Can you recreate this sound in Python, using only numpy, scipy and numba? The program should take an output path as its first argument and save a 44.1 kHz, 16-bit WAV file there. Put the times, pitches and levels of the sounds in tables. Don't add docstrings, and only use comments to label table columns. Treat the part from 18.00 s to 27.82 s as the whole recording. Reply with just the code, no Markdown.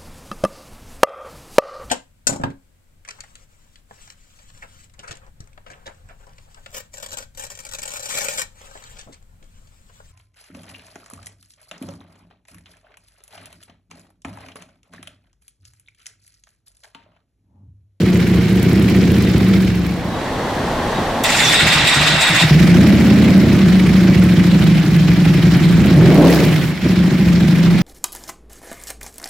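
import sys
import numpy as np
from scipy import signal
from scipy.fft import next_fast_len
from scipy.io import wavfile
from scipy.ndimage import uniform_filter1d
from numba import njit

SR = 44100
rng = np.random.default_rng(int(sys.argv[2]) if len(sys.argv) > 2 else 0)


def wav_out(sig):
    wavfile.write(sys.argv[1], SR, np.round(np.clip(np.atleast_2d(sig).T, -1, 1) * 32767).astype(np.int16))


N = 433062
TIME = np.arange(N) / SR
NEAR_UNTIL_S, CATCH_S = 2.1, 4.42
IDLE_SPEED, SLOWEST_FIRING = 14, 9


def from_db(db):
    return 10 ** (np.asarray(db) / 20)


def rms_one(x):
    return x / np.sqrt(np.mean(x ** 2) + 1e-20)


def filtered(x, order, hz, kind="low"):
    return signal.sosfilt(signal.butter(order, hz, kind, fs=SR, output="sos"), x)


def in_time(rows):
    t, *columns = np.transpose(rows)
    return [np.interp(TIME, t, column) for column in columns]


def at_hz(points, hz):
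    f, values = np.transpose(points)
    return np.interp(np.log(hz), np.log(f), values)


def drift(rate_hz):
    step = 40
    r = np.exp(-2 * np.pi * step * rate_hz / SR)
    white = rng.standard_normal(N // step + 2002)
    slow = signal.lfilter([1], [1, -2 * r, r * r], white)[2000:]
    return np.interp(np.arange(N) / step, np.arange(len(slow)), rms_one(slow))


def resonate(x, modes):
    out = 0
    for k, (hz, width, level_db) in enumerate(modes):
        r = np.exp(-np.pi * width / SR)
        b = (1 - r * r) / 2 * np.array([1, 0, -1])
        a = [1, -2 * r * np.cos(2 * np.pi * hz / SR), r * r]
        out = out + (-1) ** k * from_db(level_db) * signal.lfilter(b, a, x + 1e-18)
    return out


@njit
def gliding_resonance(x, turn, r):
    out = np.zeros(len(x))
    for i in range(2, len(x)):
        out[i] = x[i] - x[i - 2] + 2 * r * np.cos(turn[i]) * out[i - 1] - r * r * out[i - 2]
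    return out


# [f/Hz, left-right correlation]
LIKENESS = [(60, 1), (180, 1), (550, 0.94), (1650, 0.79), (4970, 0.37), (15000, 0.2)]


def banded_noise(spectrum, patchy_db, low_hz):
    out = 0
    edges = low_hz * 2 ** np.arange(0, np.log2(19000 / low_hz), .4)
    white = rng.standard_normal((2, 2, N))
    for k, (low, high) in enumerate(zip(edges, edges[1:])):
        mid, side = filtered(white[k % 2], 2, [low, high], "band")
        hz = np.sqrt(low * high)
        alike = np.clip(at_hz(LIKENESS, hz), -1, 1)
        gain = from_db(at_hz(spectrum, hz) + patchy_db * drift(21.4))
        out = out + gain * (np.sqrt(1 + alike) * mid + np.sqrt(1 - alike) * side * [[1], [-1]])
    return rms_one(out)


def beats(cycles, shares, levels_db, uneven_db, jitter):
    whole = np.arange(np.floor(cycles[0]), np.ceil(cycles[-1]))[:, None]
    luck = rng.standard_normal((len(whole), 2, len(shares)))
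    at = np.interp(whole + shares + jitter * luck[:, 0], cycles, np.arange(N), N, N).astype(int)
    clicks = np.zeros(N + 1)
    clicks[at] = from_db(np.array(levels_db) + uneven_db * luck[:, 1])
    return clicks[:N]


def whistles(rows, width_at_2khz, clean):
    out = np.zeros((2, N))
    shared = clean + drift(width_at_2khz) + 1j * drift(width_at_2khz)
    waver = shared + .5 * (drift(width_at_2khz) + 1j * drift(width_at_2khz)) * [[1], [-1]]
    for start, end, from_hz, to_hz, level_db in rows:
        a, b = int(start * SR), int(end * SR)
        along = np.linspace(0, 1, b - a)
        shape = np.clip(along / 0.035, 0, 1) * (1 - along) ** .5
        turns = np.cumsum(from_hz + (to_hz - from_hz) * np.sqrt(along)) / SR
        read = a + (np.arange(b - a) * from_hz / 2000).astype(int)
        tone = (waver[:, read] * np.exp(2j * np.pi * turns)).real
        out[:, a:b] += from_db(level_db) * shape * tone
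    return out


def voice(base_db, rule, speed):
    near_db, crank_db, far_db, octave_db = rule
    rise_db = octave_db * np.log2(np.maximum(speed, SLOWEST_FIRING) / IDLE_SPEED)
    after_near_db = np.where(TIME < CATCH_S, crank_db, far_db + rise_db)
    return base_db + np.where(TIME < NEAR_UNTIL_S, near_db + rise_db, after_near_db)


OVERRUN_SLOWING = 33


def throttle_shut(speed):
    slowing = -np.gradient(speed) * SR
    return uniform_filter1d(np.clip(slowing / OVERRUN_SLOWING, 0, 1) ** 2, size=2000)


FIRING_SHARES = [0, .125, .392, .517]
FIRING_DB = [0.5, -5.5, -3.5, -1]
# [engine speed/cycles per s, f/Hz]
BOOM_NOTE = [(3, 156.3), (9, 152.6), (12, 161.5), (14, 175.8), (17, 198.4), (19.5, 146), (25, 154),
             (34, 173)]
BOOM_WIDTH_HZ, OVERRUN_NOTE_HZ = 35, 159.6
# [f/Hz, width/Hz, relative level/dB]
THUMP_MODES = [(69.8, 10, 1.9), (112.2, 19.6, 1.3)]
BARK_MODES = [(264.5, 13.5, 3), (316.5, 55.5, -0.5), (383, 58, -3.5)]
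RASP_MODES = [(438, 65, 1), (560, 65, 3), (640, 93, 0.5), (950, 760, -12.5)]
# [f/Hz, width/Hz, relative level/dB]
NEAR_MODES = [(449, 23, 0)]
NEAR_NOTE_DB = -12
DRONE_ORDERS = [5, 7, 8, 10]
DRONE_ORDERS_DB = [0.5, -7, -10.5, -5]


def exhaust(cycles, boom_db, drone_db, thump_db, bark_db, rasp_db):
    speed = np.gradient(cycles) * SR
    clicks = beats(cycles, FIRING_SHARES, FIRING_DB, uneven_db=3.0, jitter=0.0061)
    firings = clicks / np.sqrt(speed)
    valves_open = sum(from_db(db) * ((cycles - share) % 1 < .12)
                      for share, db in zip(FIRING_SHARES, FIRING_DB))
    rush = .35 * (14 / speed) ** .6
    gas = rush * rms_one(valves_open * rng.standard_normal(N)) - rms_one(firings)

    shut = throttle_shut(speed)
    note_hz = (1 - shut) * np.interp(speed, *np.transpose(BOOM_NOTE)) + shut * OVERRUN_NOTE_HZ
    turn, r = 2 * np.pi * note_hz / SR, np.exp(-np.pi * BOOM_WIDTH_HZ / SR)
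    boom = rms_one(gliding_resonance(gas, turn, r))
    boom += 0.48 * rms_one(gliding_resonance(boom, turn, r))
    envelope = np.abs(signal.hilbert(boom, next_fast_len(N))[:N])
    boom /= (1 + (envelope / 0.55) ** 2) ** 0.32
    boom = filtered(boom, 2, 330)

    drone = 0
    for order, db in zip(DRONE_ORDERS, DRONE_ORDERS_DB):
        tone = np.sqrt(2) * np.cos(2 * np.pi * order * (cycles - .1))
        drone = drone + from_db(db + 1.5 * drift(8)) * tone
    layers = from_db(boom_db) * rms_one(boom) + from_db(drone_db - 2.5) * drone

    swirl = rng.standard_normal(N)
    pipes = [(THUMP_MODES, thump_db - 0.5, .2), (BARK_MODES, bark_db, .8), (RASP_MODES, rasp_db - 8.5, 2.5)]
    for modes, level_db, rough in pipes:
        layers += from_db(level_db) * rms_one(resonate(gas + rough * swirl, modes))
    near = from_db(bark_db + NEAR_NOTE_DB) * (TIME < NEAR_UNTIL_S)
    layers += near * rms_one(resonate(gas + 1.1 * swirl, NEAR_MODES))
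    return filtered(layers, 2, [45, 1200], "band")


GARAGE_T60_S = 0.88


def garage(x):
    tail = np.arange(int(.6 * SR)) / SR
    decay = from_db(-60 * tail / GARAGE_T60_S) * (tail > .006)
    echoes = rng.standard_normal((2, len(tail))) * decay
    echoes = echoes / np.sqrt(np.sum(echoes ** 2, axis=1, keepdims=True))
    return signal.fftconvolve(x[None], echoes, axes=1)[:, :N]


# [share of the cycle, spread/share, rise over the steady rattle/dB]
CLATTER_SWELLS = [(0.93, 0.064, 4.5), (0.31, 0.15, 3), (0.32, 0.01, 4), (0.53, 0.022, 2)]
# [f/Hz, relative level per Hz/dB]
CLATTER_SPECTRUM = [(290, 9), (500, -18.5), (819, -5), (893, -16), (1090, -9.5), (1250, -12.5),
                    (1400, -18.5), (1720, -6.5), (2360, -9.5), (2980, -15), (4030, -15), (8450, -31),
                    (16000, -34)]
# [share of the cycle, relative level/dB]
VALVE_SEATINGS = [(0.0, -8), (.14, -7), (.4, -16), (0.541, -6.5)]


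def valve_gear(cycles, clatter_db, tick_db):
    whole = np.floor(cycles).astype(int) + 1
    swell_db = 0
    for share, spread, level_db in CLATTER_SWELLS:
        away = (cycles - share + .5) % 1 - .5
        cycle_index = np.floor(cycles - share + .5).astype(int) + 1
        luck = 1 + 0.25 * rng.standard_normal(whole[-1] + 2)[cycle_index]
        swell_db = swell_db + level_db * luck * np.exp(-.5 * (away / spread) ** 2)
    noise = banded_noise(CLATTER_SPECTRUM, patchy_db=1.65, low_hz=350.7)
    rattle = from_db(clatter_db) * rms_one(from_db(swell_db) * noise)
    rattle = filtered(rattle, 2, 700, "high")

    share, level_db = np.transpose(VALVE_SEATINGS)
    clicks = beats(cycles, share, level_db, uneven_db=4.5, jitter=0.0092)
    burst = signal.lfilter([1], [1, -np.exp(-1 / (0.0034 * SR))], clicks)
    ticks = rms_one(filtered(burst * rng.standard_normal((2, N)), 2, 6000, "high"))
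    return rattle * from_db([[-.7], [.7]]) + from_db(tick_db + 1.5) * ticks


# [t/s, level/dB]
STREET_LEVEL = [(1.5, -50), (1.9, -31.5), (2.2, -22.5), (2.6, -20.5), (3.0, -19.5), (3.23, -20), (3.4, -22),
                (4.4, -28.5), (4.6, -37)]
# [f/Hz, relative level per Hz/dB]
STREET_SPECTRUM = [(15, -40), (25, -2.5), (82, -2), (130, -1.5), (229, 1.5), (309, -3), (373, -3),
                   (936, -2), (1190, -14), (1700, -10), (2350, -22), (3720, -14.5), (4030, -23),
                   (10700, -36.5), (16000, -44)]
# [start t/s, end t/s, start f/Hz, end f/Hz, level/dB]
CHIRPS = [(2.09, 2.275, 3860, 3920, -43), (2.94, 3.06, 3780, 3800, -43)]


def street():
    noise = banded_noise(STREET_SPECTRUM, patchy_db=0.5, low_hz=23.54)
    traffic = from_db(in_time(STREET_LEVEL)[0]) * noise
    return traffic + whistles(CHIRPS, width_at_2khz=17, clean=1.3)


SURGE_S = 0.013


def swell(start):
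    along = np.maximum(TIME - start, 0) / SURGE_S
    return along * np.exp(1 - along)


# [t/s, relative level/dB]
SOLENOID = [(3.237, 16)]
STARTER_S, LET_GO_S = (3.24, 4.42), 0.08
GRIND_DB, STRAIN_TREBLE_DB = -16.5, 1.5
# [f/Hz, relative level per Hz/dB]
GRIND_SPECTRUM = [(180, -52), (300, -32), (354, -30), (634, -3), (1230, -4), (1930, 2.5), (3030, -8),
                  (3640, 1), (4590, -7.5), (8220, -22), (9240, -27), (13100, -34), (16000, -41)]
# [f/Hz, width/Hz, relative level/dB]
CASE_MODES = [(1910, 83, 4), (2420, 120, 2.5), (2705, 150, 3), (3496, 51, 3.5), (3780, 57, 3),
              (7350, 180, -10.5), (8120, 260, -12.5)]
# [f/Hz, width/Hz, relative level/dB]
SCREECH_MODES = [(13400, 1300, 0)]
# [start t/s, end t/s, start f/Hz, end f/Hz, level/dB]
SPIN_UP = [(3.3, 3.34, 7400, 7100, -27), (3.36, 3.42, 8250, 8350, -35), (3.36, 3.5, 7400, 6700, -27),
           (3.42, 3.62, 3500, 3500, -19), (3.44, 3.5, 6000, 5660, -23)]
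# [t/s, relative level/dB]
FIRST_COMPRESSIONS = [(3.53, -1), (3.875, -2.5), (4.21, -2)]
# [t after the first compression/s, relative grind level/dB, relative treble level/dB]
SURGES = [(-.008, -8, 8), (.062, -7, 1), (.134, -2, 2), (.188, -5, 2)]
# [start t after the first compression/s, end t after it/s, start f/Hz, end f/Hz, relative level/dB]
SONG = [(0, 0.087, 8440, 7870, -26), (.01, 0.118, 3830, 3660, -19.5), (.015, 0.17, 1927, 1925, -24.5),
        (.065, .12, 8400, 8150, -30), (.17, 0.254, 3600, 3740, -19.5)]


def starter():
    start, end = STARTER_S
    engaged = (TIME > start) * np.clip(1 - (TIME - end) / LET_GO_S, 0, 1)
    surge, shrill = sum(from_db(db + np.array(top_db))[:, None] * swell(t + after)
                        for t, db in FIRST_COMPRESSIONS for after, *top_db in SURGES)
    mid, side = rng.standard_normal((2, N)) * from_db(2.0 * drift(34))
    teeth = mid + .5 * side * [[1], [-1]]
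    case_ring = from_db(-3) * rms_one(resonate(teeth, CASE_MODES))
    grind = banded_noise(GRIND_SPECTRUM, patchy_db=2.0, low_hz=255.0) + case_ring
    treble = filtered(grind, 2, 5500, "high")
    treble = treble + resonate(treble, SCREECH_MODES)
    strain = from_db(STRAIN_TREBLE_DB) * (TIME < FIRST_COMPRESSIONS[0][0])
    grind = grind * (1 + surge) + treble * (shrill + strain)

    song = SPIN_UP + [(t + a, t + b, from_hz, to_hz, db + note_db)
                      for t, db in FIRST_COMPRESSIONS for a, b, from_hz, to_hz, note_db in SONG]
    singing = whistles(song, width_at_2khz=20, clean=0.47)

    (at, peak_db), = SOLENOID
    since = TIME - at
    decay = (since > 0) * np.exp(-np.abs(since) / 0.006)
    clack = signal.lfilter([.5, 0, -.5], [1, -.5], rng.standard_normal(N))
    clack = from_db(peak_db - 29) * decay * clack
    return (from_db(GRIND_DB) * engaged * grind + singing + clack) * from_db([[-.5], [.5]])


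def overrun_hiss(speed):
    hiss = filtered(rng.standard_normal((2, N)), 2, 8000, "high")
    return from_db(-37) * throttle_shut(speed) * (TIME > CATCH_S) * hiss


# [t/s, speed/cycles per s]; inaudible from about 2.3 s until the starter turns it
SPEED = [(0, 14.26), (.46, 14.03), (.8, 15.57), (1.47, 15.15), (1.78, 13.65), (2.25, 13.77), (2.3, 2.68),
         (3.3, 2.97), (4.36, 2.97), (4.47, 6.5), (4.58, 11.76), (4.85, 16.99), (5.35, 16.85), (5.7, 14.37),
         (6.26, 13.92), (7.0, 11.76), (7.72, 11.32), (8.07, 22.41), (8.3, 36.44), (8.5, 21.07), (8.7, 14.4),
         (8.97, 13.74), (9.82, 12.95)]
FIRST_CYCLE = -.93
# [t/s, silencer boom level/dB, valve clatter level/dB]
ENGINE_LEVELS = [(0, -12.5, -29), (.4, -14, -28), (1.0, -12.5, -27.5), (1.55, -12.5, -27.5),
                 (1.95, -21, -34.5), (2.15, -29.5, -43), (2.35, -82, -80), (3.3, -78, -80),
                 (3.45, -29, -40), (3.6, -23.5, -47), (4.4, -22, -29), (4.44, -13.5, -26),
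                 (4.48, -8, -17.5), (4.56, -7.5, -22), (5.5, -9, -25.5), (6.5, -10, -26), (6.9, -11, -26),
                 (7.85, -9.5, -25), (8.0, -8.5, -25), (8.22, -11.5, -24.5), (8.33, -18, -21),
                 (8.41, -15.5, -22.5), (8.49, -14, -23.5), (8.7, -18.5, -29), (8.8, -28, -32.5),
                 (8.86, -7.5, -26.5), (8.95, -12.5, -27.5), (9.1, -11, -28), (9.82, -11, -26)]
# [near level/dB, on the starter level/dB, far level/dB, rise per octave of speed/dB]; near, far at idle speed
DRONE_RULE = (-22, -50, -21.5, 15.5)
THUMP_RULE = (-4.5, -6, -9, 2)
BARK_RULE = (-9.5, -12, -12, 10)
RASP_RULE = (-14.5, -25, -15.5, 17.5)
TICK_RULE = (-15.5, -11, -22, 2.5)
GARAGE_DB = -13


def scene():
    speed, = in_time(SPEED)
    cycles = FIRST_CYCLE + np.cumsum(speed) / SR
    boom_db, clatter_db = in_time(ENGINE_LEVELS)
    rules = (DRONE_RULE, THUMP_RULE, BARK_RULE, RASP_RULE)
    pipe = exhaust(cycles, boom_db, *[voice(boom_db, rule, speed) for rule in rules])
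    walls = filtered(garage(pipe), 4, 130, "high")
    engine = pipe * from_db([[-.3], [.3]]) + from_db(GARAGE_DB) * walls
    valves = valve_gear(cycles, clatter_db, voice(clatter_db, TICK_RULE, speed))
    return engine + valves + street() + starter() + overrun_hiss(speed)


def record(dry):
    rounded = 1.08 * np.tanh(dry / 0.94)
    return signal.sosfilt(signal.ellip(12, .5, 70, 15950, fs=SR, output="sos"), rounded)


dry = scene()
out = record(dry)
wav_out(out)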